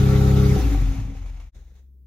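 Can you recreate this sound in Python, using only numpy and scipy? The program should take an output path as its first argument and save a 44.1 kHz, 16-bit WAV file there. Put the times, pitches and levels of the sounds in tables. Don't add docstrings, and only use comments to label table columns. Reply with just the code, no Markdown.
import sys
import numpy as np
from scipy import signal
from scipy.fft import rfft, irfft, next_fast_len
from scipy.io import wavfile
from scipy.ndimage import uniform_filter1d

SR = 44100
rng = np.random.default_rng(int(sys.argv[2]) if len(sys.argv) > 2 else 0)


def boost_factor(decibels):
    exponent = np.asarray(decibels, float) / 20
    return 10 ** exponent


def put_to_file(sound):
    columns = np.atleast_2d(sound).T
    safe = np.clip(columns, -1, 1)
    whole_steps = np.round(safe * 32767)
    wavfile.write(sys.argv[1], SR, whole_steps.astype(np.int16))


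N = 91022
T = np.arange(N) / SR
HZ, FRAMES = np.fft.rfftfreq(1024, 1 / SR), N // 256 + 5

BEAT_HZ, BEAT_AT_S = 33.05, .2495
CUT_S, SHUT_S = .535, .582
CHANGE_S = 1.516


def evened(x):
    return x / np.sqrt(np.mean(x ** 2) + 1e-20)


def read(points, hz):
    f, value = np.transpose(points)
    return np.interp(np.log(hz + 1), np.log(f + 1), value)


def drift(hz):
    t = T[::32]
    wander = sum(np.sin(2 * np.pi * (f * t + rng.random())) for f in np.geomspace(hz / 10, hz, 12))
    return evened(np.interp(T, t, wander))


def resonate(x, hz, width):
    turn = np.exp(2j * np.pi * np.cumsum(hz * np.ones(N)) / SR)
    r = np.exp(-np.pi * width / SR)
    return 2 * (turn * signal.lfilter([1 - r], [1, -r], x / turn + 1e-18)).real


# f/Hz, likeness
LIKENESS = [(60, 0.84), (130, 0.72), (290, 0.82), (640, 0.67), (1410, 0.45), (3100, 0.69), (6820, -0.01),
            (15000, -0.03)]


def noise(shape, patchy_db):
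    a, b, c, d, patches = rng.standard_normal((FRAMES, 513, 5)).T
    patches = uniform_filter1d(patches, size=10, axis=0)
    patches = evened(uniform_filter1d(patches, size=6, axis=1))
    same = np.clip(read(LIKENESS, HZ) * 1.65 - .4, 0, 1)[:, None]
    left = a + 1j * b
    right = same * left + np.sqrt(1 - same ** 2) * (c + 1j * d)
    z = np.array([left, right]) * boost_factor(read(shape, HZ)[:, None] + patchy_db * patches)
    return evened(signal.istft(z, nperseg=1024, noverlap=768)[1][:, :N])


# multiple of the firing beat, level/dB
ENGINE_ORDERS = [(0.5, -44), (1, -20), (1.5, -12), (2, -2), (2.5, -30), (3, -4.5), (3.5, -50), (4, 0.5),
                 (4.5, -87), (5, -12.5), (5.5, -37), (6, -6), (6.5, -65), (7, -28), (7.5, -63), (8, -31),
                 (8.5, -28), (9, -14.5), (9.5, -44), (10, -24.5), (10.5, -55), (11, -23.5), (11.5, -20),
                 (12, -58), (12.5, -10), (13, -36), (13.5, -65), (14, -37), (14.5, -40), (15, -61),
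                 (15.5, -60), (16, -21.5),
                 (20, -31), (23, -28.5), (23.6, -31.5), (24.2, -29), (26.55, -44), (30.6, -44), (33, -43),
              (34.4, -37), (37.6, -40), (39.1, -32), (40.1, -32.5), (41.1, -39), (43.7, -43)]


def firing():
    after = np.maximum(T - CUT_S, 0)
    hunt = .008 * np.sin(np.pi * T / CUT_S)
    sag = np.cumsum(7 * np.clip(after - .04, 0, .25)) / SR
    turns = BEAT_HZ * (T - BEAT_AT_S) + hunt - sag
    exhaust_shuts = 600 * np.maximum(T - SHUT_S, 0)
    belt_eases = 6 * T + 6.5 * np.exp(-T / 0.046)
    out = np.zeros(N)
    for k, db in ENGINE_ORDERS:
        phase = k * turns - .44 - .12 * max(k - 4, 0) ** 1.4
        if k < 9.7:
            t60, uneven_db, loss = 0.25, .4, exhaust_shuts
        else:
            t60, uneven_db, loss = 1, 2.2, belt_eases
            phase = phase + .58
        if k < 4:
            phase = phase + k % 1
        level = db + uneven_db * drift(14.3) - 60 * after / t60 - loss
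        out += boost_factor(level) * np.cos(2 * np.pi * phase)
    return boost_factor(-18.5) * np.sqrt(2) * out


# t/s, f/Hz, level/dB
BOOM_PATH = [(.575, 60, -17), (.62, 60, -20), (.65, 56, -17), (.7, 54, -18), (.75, 50, -18), (.8, 45, -18),
             (.9, 44, -19), (.915, 45, -21), (.948, 56, -33), (.99, 48, -26), (1.08, 47, -30),
             (1.13, 38, -36), (1.17, 43, -33), (1.26, 43.5, -30), (1.38, 42.5, -34), (1.5, 42, -43)]
# multiple of the note, level/dB
OVERTONES = [(2, -15.5), (3, -23)]


def boom():
    s, hz, db = np.transpose(BOOM_PATH)
    turns = np.cumsum(np.interp(T, s, hz)) / SR - .26
    wave = np.cos(2 * np.pi * turns)
    for k, d in OVERTONES:
        wave += (-1) ** (k + 1) * boost_factor(d + 3.5 * drift(12)) * np.cos(2 * np.pi * k * turns)
    level = np.interp(T, s, db) - 70 * np.maximum(T - s[-1] - .1, 0)
    rise = np.clip((T - s[0]) / 0.011 + 1, 0, 1)
    return np.sqrt(2) * wave * boost_factor(level) * rise


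# t/s, thump level/dB, knock level/dB, body level/dB, panel level/dB
LAST_STROKES = [(.56, -30, -23.5, -29.5, -31), (.585, -25, -46, -46, -40), (.597, -28.5, -41, -53, -34.5),
                (.635, -24, -41.5, -56, -43), (.665, -22, -51, -48, -54), (.715, -29, -47, -45, -45),
                (.745, -27.5, -45, -46, -36), (.775, -27, -34, -49, -44), (.81, -24, -32, -57, -49),
                (0.859, -28, -35, -48, -51), (0.914, -31, -38, -62, -49), (0.951, -53, -38.5, -50, -47.5),
                (.965, -30, -40.5, -52, -55), (.985, -23.5, -51, -54, -49), (1.013, -32.5, -37, -56, -54),
                (1.05, -29.5, -34.5, -57, -65), (1.075, -33, -37.5, -49, -57), (1.1, -51, -40, -47, -62),
                (1.119, -38, -41, -47.5, -57), (1.15, -39.5, -45, -47, -52), (1.245, -59, -47.5, -53, -62),
                (1.3, -62, -56, -70, -75), (1.394, -61, -66, -61, -82), (1.555, -54, -57, -68, -93),
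                (1.621, -62, -62, -67, -87), (1.718, -62, -59, -68, -90), (1.755, -63.5, -68, -64, -90)]
# centre t/s, length t/s, level/dB, f/Hz
PIPE_SWELLS = [(0.588, 0.041, -29, 282.2), (0.653, 0.076, -27, 279), (0.737, 0.077, -26, 284),
               (0.821, 0.045, -38.5, 271), (0.917, 0.22, -36, 271), (1.02, 0.047, -45, 270),
               (1.104, .1, -40.5, 271), (1.194, 0.12, -50, 271), (1.299, 0.16, -57.5, 268.6),
               (1.386, 0.12, -60, 277)]


def strokes():
    modes = [(105.6, 37.8), (166.8, 51), (452, 140), (764, 47)]
    out = np.zeros(N)
    for k, (hz, width) in enumerate(modes):
        hits = np.zeros(N)
        for row in LAST_STROKES:
            hits[round(row[0] * SR)] = boost_factor(row[k + 1])
        ring = resonate(resonate(hits, hz, width), hz, width)
        out += ring * 1.63 * SR / (np.pi * width)
    for s, length, db, hz in PIPE_SWELLS:
        arch = abs(np.cos(np.pi * np.clip((T - s) / (1.29 * length), -.5, .5)))
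        out += np.sqrt(2) * boost_factor(db) * arch ** 1.77 * np.sin(2 * np.pi * hz * T)
    return out


# f/Hz, level/dB per Hz
VALVE_CLATTER = [(300, -55), (500, -1.5), (600, -18), (1000, -11.5), (1500, -15), (2200, -11),
                 (5000, -18.5), (15600, -21.5)]


def clatter():
    struck = rng.random((2, N)) < 500 / SR
    taps = boost_factor(4 * np.minimum(rng.exponential(1, (2, N)), 4)) * struck
    ticks = evened(np.array([resonate(c, 12400, 3000) for c in taps + 0.68 * taps[::-1]]))
    return noise(VALVE_CLATTER, patchy_db=2.5) + boost_factor(-13) * ticks


# f/Hz, width f/Hz, level/dB
PANEL_MODES = [(784, 60, -8), (1324, 103, -8), (388, 4.2, -11), (1145, 29, -12), (878, 24, -15),
               (1960, 930, -23), (3590, 110, -21)]
# t/s, level/dB
RATTLE_FLARES = [(.03, 3.7), (.105, 4.7), (.225, 4.9), (.29, 5.7), (.4, 3), (.47, 4)]


def panel_rings():
    flares = sum(d * np.exp(-((T - at) / 0.017) ** 2) for at, d in RATTLE_FLARES)
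    raw = rng.standard_normal((2, N)) * boost_factor(1.5 * drift(59.74) + flares)
    drive = raw + 0.032 * raw[::-1]
    return sum(boost_factor(d) * evened(np.array([resonate(c, f, w) for c in drive])) for f, w, d in PANEL_MODES)


# f/Hz, level/dB per Hz
VALVE_AIR = [(290, -15), (500, -10), (800, -6), (1650, -12), (2300, -6.5), (4460, -18.5), (6480, -16.5),
             (15600, -25.5)]
# f/Hz, level/dB per Hz
LATER_AIR = [(180, -6.5), (500, -4.5), (709, -9), (1200, -14.5), (1900, -9.5), (2800, -14), (3300, -15),
             (3750, -10.5), (4700, -19), (6500, -13.5), (15600, -24.5)]


def wheeze():
    leaking = noise(VALVE_AIR, patchy_db=-1.0)
    settling = noise(LATER_AIR, patchy_db=1.0)
    return np.where(T < CHANGE_S, leaking, settling) * boost_factor(0.97 * drift(40.43))


# f/Hz, level/dB per Hz
ROUGH_RUMBLE = [(15, -42), (25, -6.5), (61, -9.5), (121, -5.5), (217, -19), (271, -12), (325, -19.5),
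                (549, -37.5), (900, -46), (1170, -56), (1980, -120)]


def rumble(effort_db):
    idle_db = -8 * np.clip((SHUT_S - T) / 0.047, 0, 1)
    return noise(ROUGH_RUMBLE, patchy_db=3.5) * boost_factor(-26 + idle_db + 1.315 * effort_db)


# t/s, level/dB
EFFORT = [(0, -42.5), (.6, -42), (.96, -51), (1.13, -59.5), (1.38, -64), (1.6, -75.5), (1.73, -74),
          (1.82, -79), (1.919, -100), (2.06, -100)]
# t/s, level/dB, fade t/s
AIR_PUFFS = [(.585, -43.5, 0.023), (1.164, -58, 0.034), (1.256, -57, 0.035), (1.295, -54, 0.0057),
             (1.36, -71, 0.02), (1.396, -56, 0.032), (1.544, -63, 0.075), (1.75, -68.5, 0.043)]


def machinery():
    s, db = np.transpose(EFFORT)
    level = np.interp(T, s, db)
    puffs = np.zeros(N)
    for at, d, fade in AIR_PUFFS:
        puffs += boost_factor(d) * np.clip((T - at) / .005, 0, 1) * np.exp(-np.maximum(T - at, 0) / fade)
    blend = np.clip((T - 0.48) / 0.61, 0, 1)
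    throb = 1 + 0.047 * np.cos(2 * np.pi * BEAT_HZ * (T - BEAT_AT_S)) * (T < CUT_S)
    rings = panel_rings()
    running = (clatter() + rings * boost_factor(-16 * np.maximum(T - .3, 0))) * throb
    coasting = wheeze() + boost_factor(-10) * rings
    hiss = np.sqrt(1 - blend) * running + np.sqrt(blend) * coasting
    return hiss * np.hypot(boost_factor(level), puffs) * boost_factor(6) + rumble(level - db[0])


# f/Hz, level/dB
FAR_HUM = [(64.6, -47.5), (134.6, -74), (193.8, -77)]
# f/Hz, level/dB per Hz
FAR_FLOOR = [(53, -41), (90, -2), (145, -11), (154, -12.5), (288, -14), (484, -27), (700, -39), (2000, -50),
             (9920, -46.5), (15600, -32)]


def far_engine():
    hum = np.zeros(N)
    for hz, db in FAR_HUM:
        hum += boost_factor(db + 0.69 * drift(2.7)) * np.sin(2 * np.pi * (hz * T + 0.14 * drift(2.91)))
    floor = boost_factor(-67.5) * noise(FAR_FLOOR, patchy_db=2)
    return np.sqrt(2) * hum * boost_factor(-6 * (T - 2.05)) + floor


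# f/Hz, level/dB
MIC_RESPONSE = [(1500, 0), (3070, -3.5), (3700, 0.5), (4600, -1.5), (6600, 1), (8100, -9.5), (9300, -8),
                (12600, -4.5), (15600, -9.5)]
# f/Hz, level/dB
LEVEL_LEAN = [(60, 2.5), (150, 1.5), (200, 3.5), (380, 0), (413, -7), (540, -6.5), (650, 4), (790, -2.5),
              (2000, 4), (4000, -1)]
# f/Hz, phase/rad
PHASE_LEAD = [(60, 0), (200, -.1), (265, -.6), (300, .1), (370, -.3), (415, 0), (530, -.5), (660, 1.4),
              (790, -.3), (1150, 1)]


def scene():
    size = next_fast_len(N + 4096)
    hz = np.fft.rfftfreq(size, 1 / SR)
    near = rfft(firing() + boom() + strokes() + machinery(), size) * boost_factor(read(MIC_RESPONSE, hz))
    total = near + rfft(far_engine(), size)
    lean = read(LEVEL_LEAN, hz) / 2
    lead = np.exp(.5j * np.outer([1, -1], read(PHASE_LEAD, hz)))
    return irfft(total * boost_factor(np.array([lean, -lean])) * lead, size)[:, :N]


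def low_pass(x):
    return signal.sosfilt(signal.butter(12, 15730, fs=SR, output="sos"), x)


def record(dry):
    dip = np.clip(abs(T - CHANGE_S) / 0.032, 0, 1) ** 2.2
    mix = dry * np.maximum(dip, boost_factor(-55))
    return low_pass(mix)


dry = scene()
out = record(dry)
put_to_file(out)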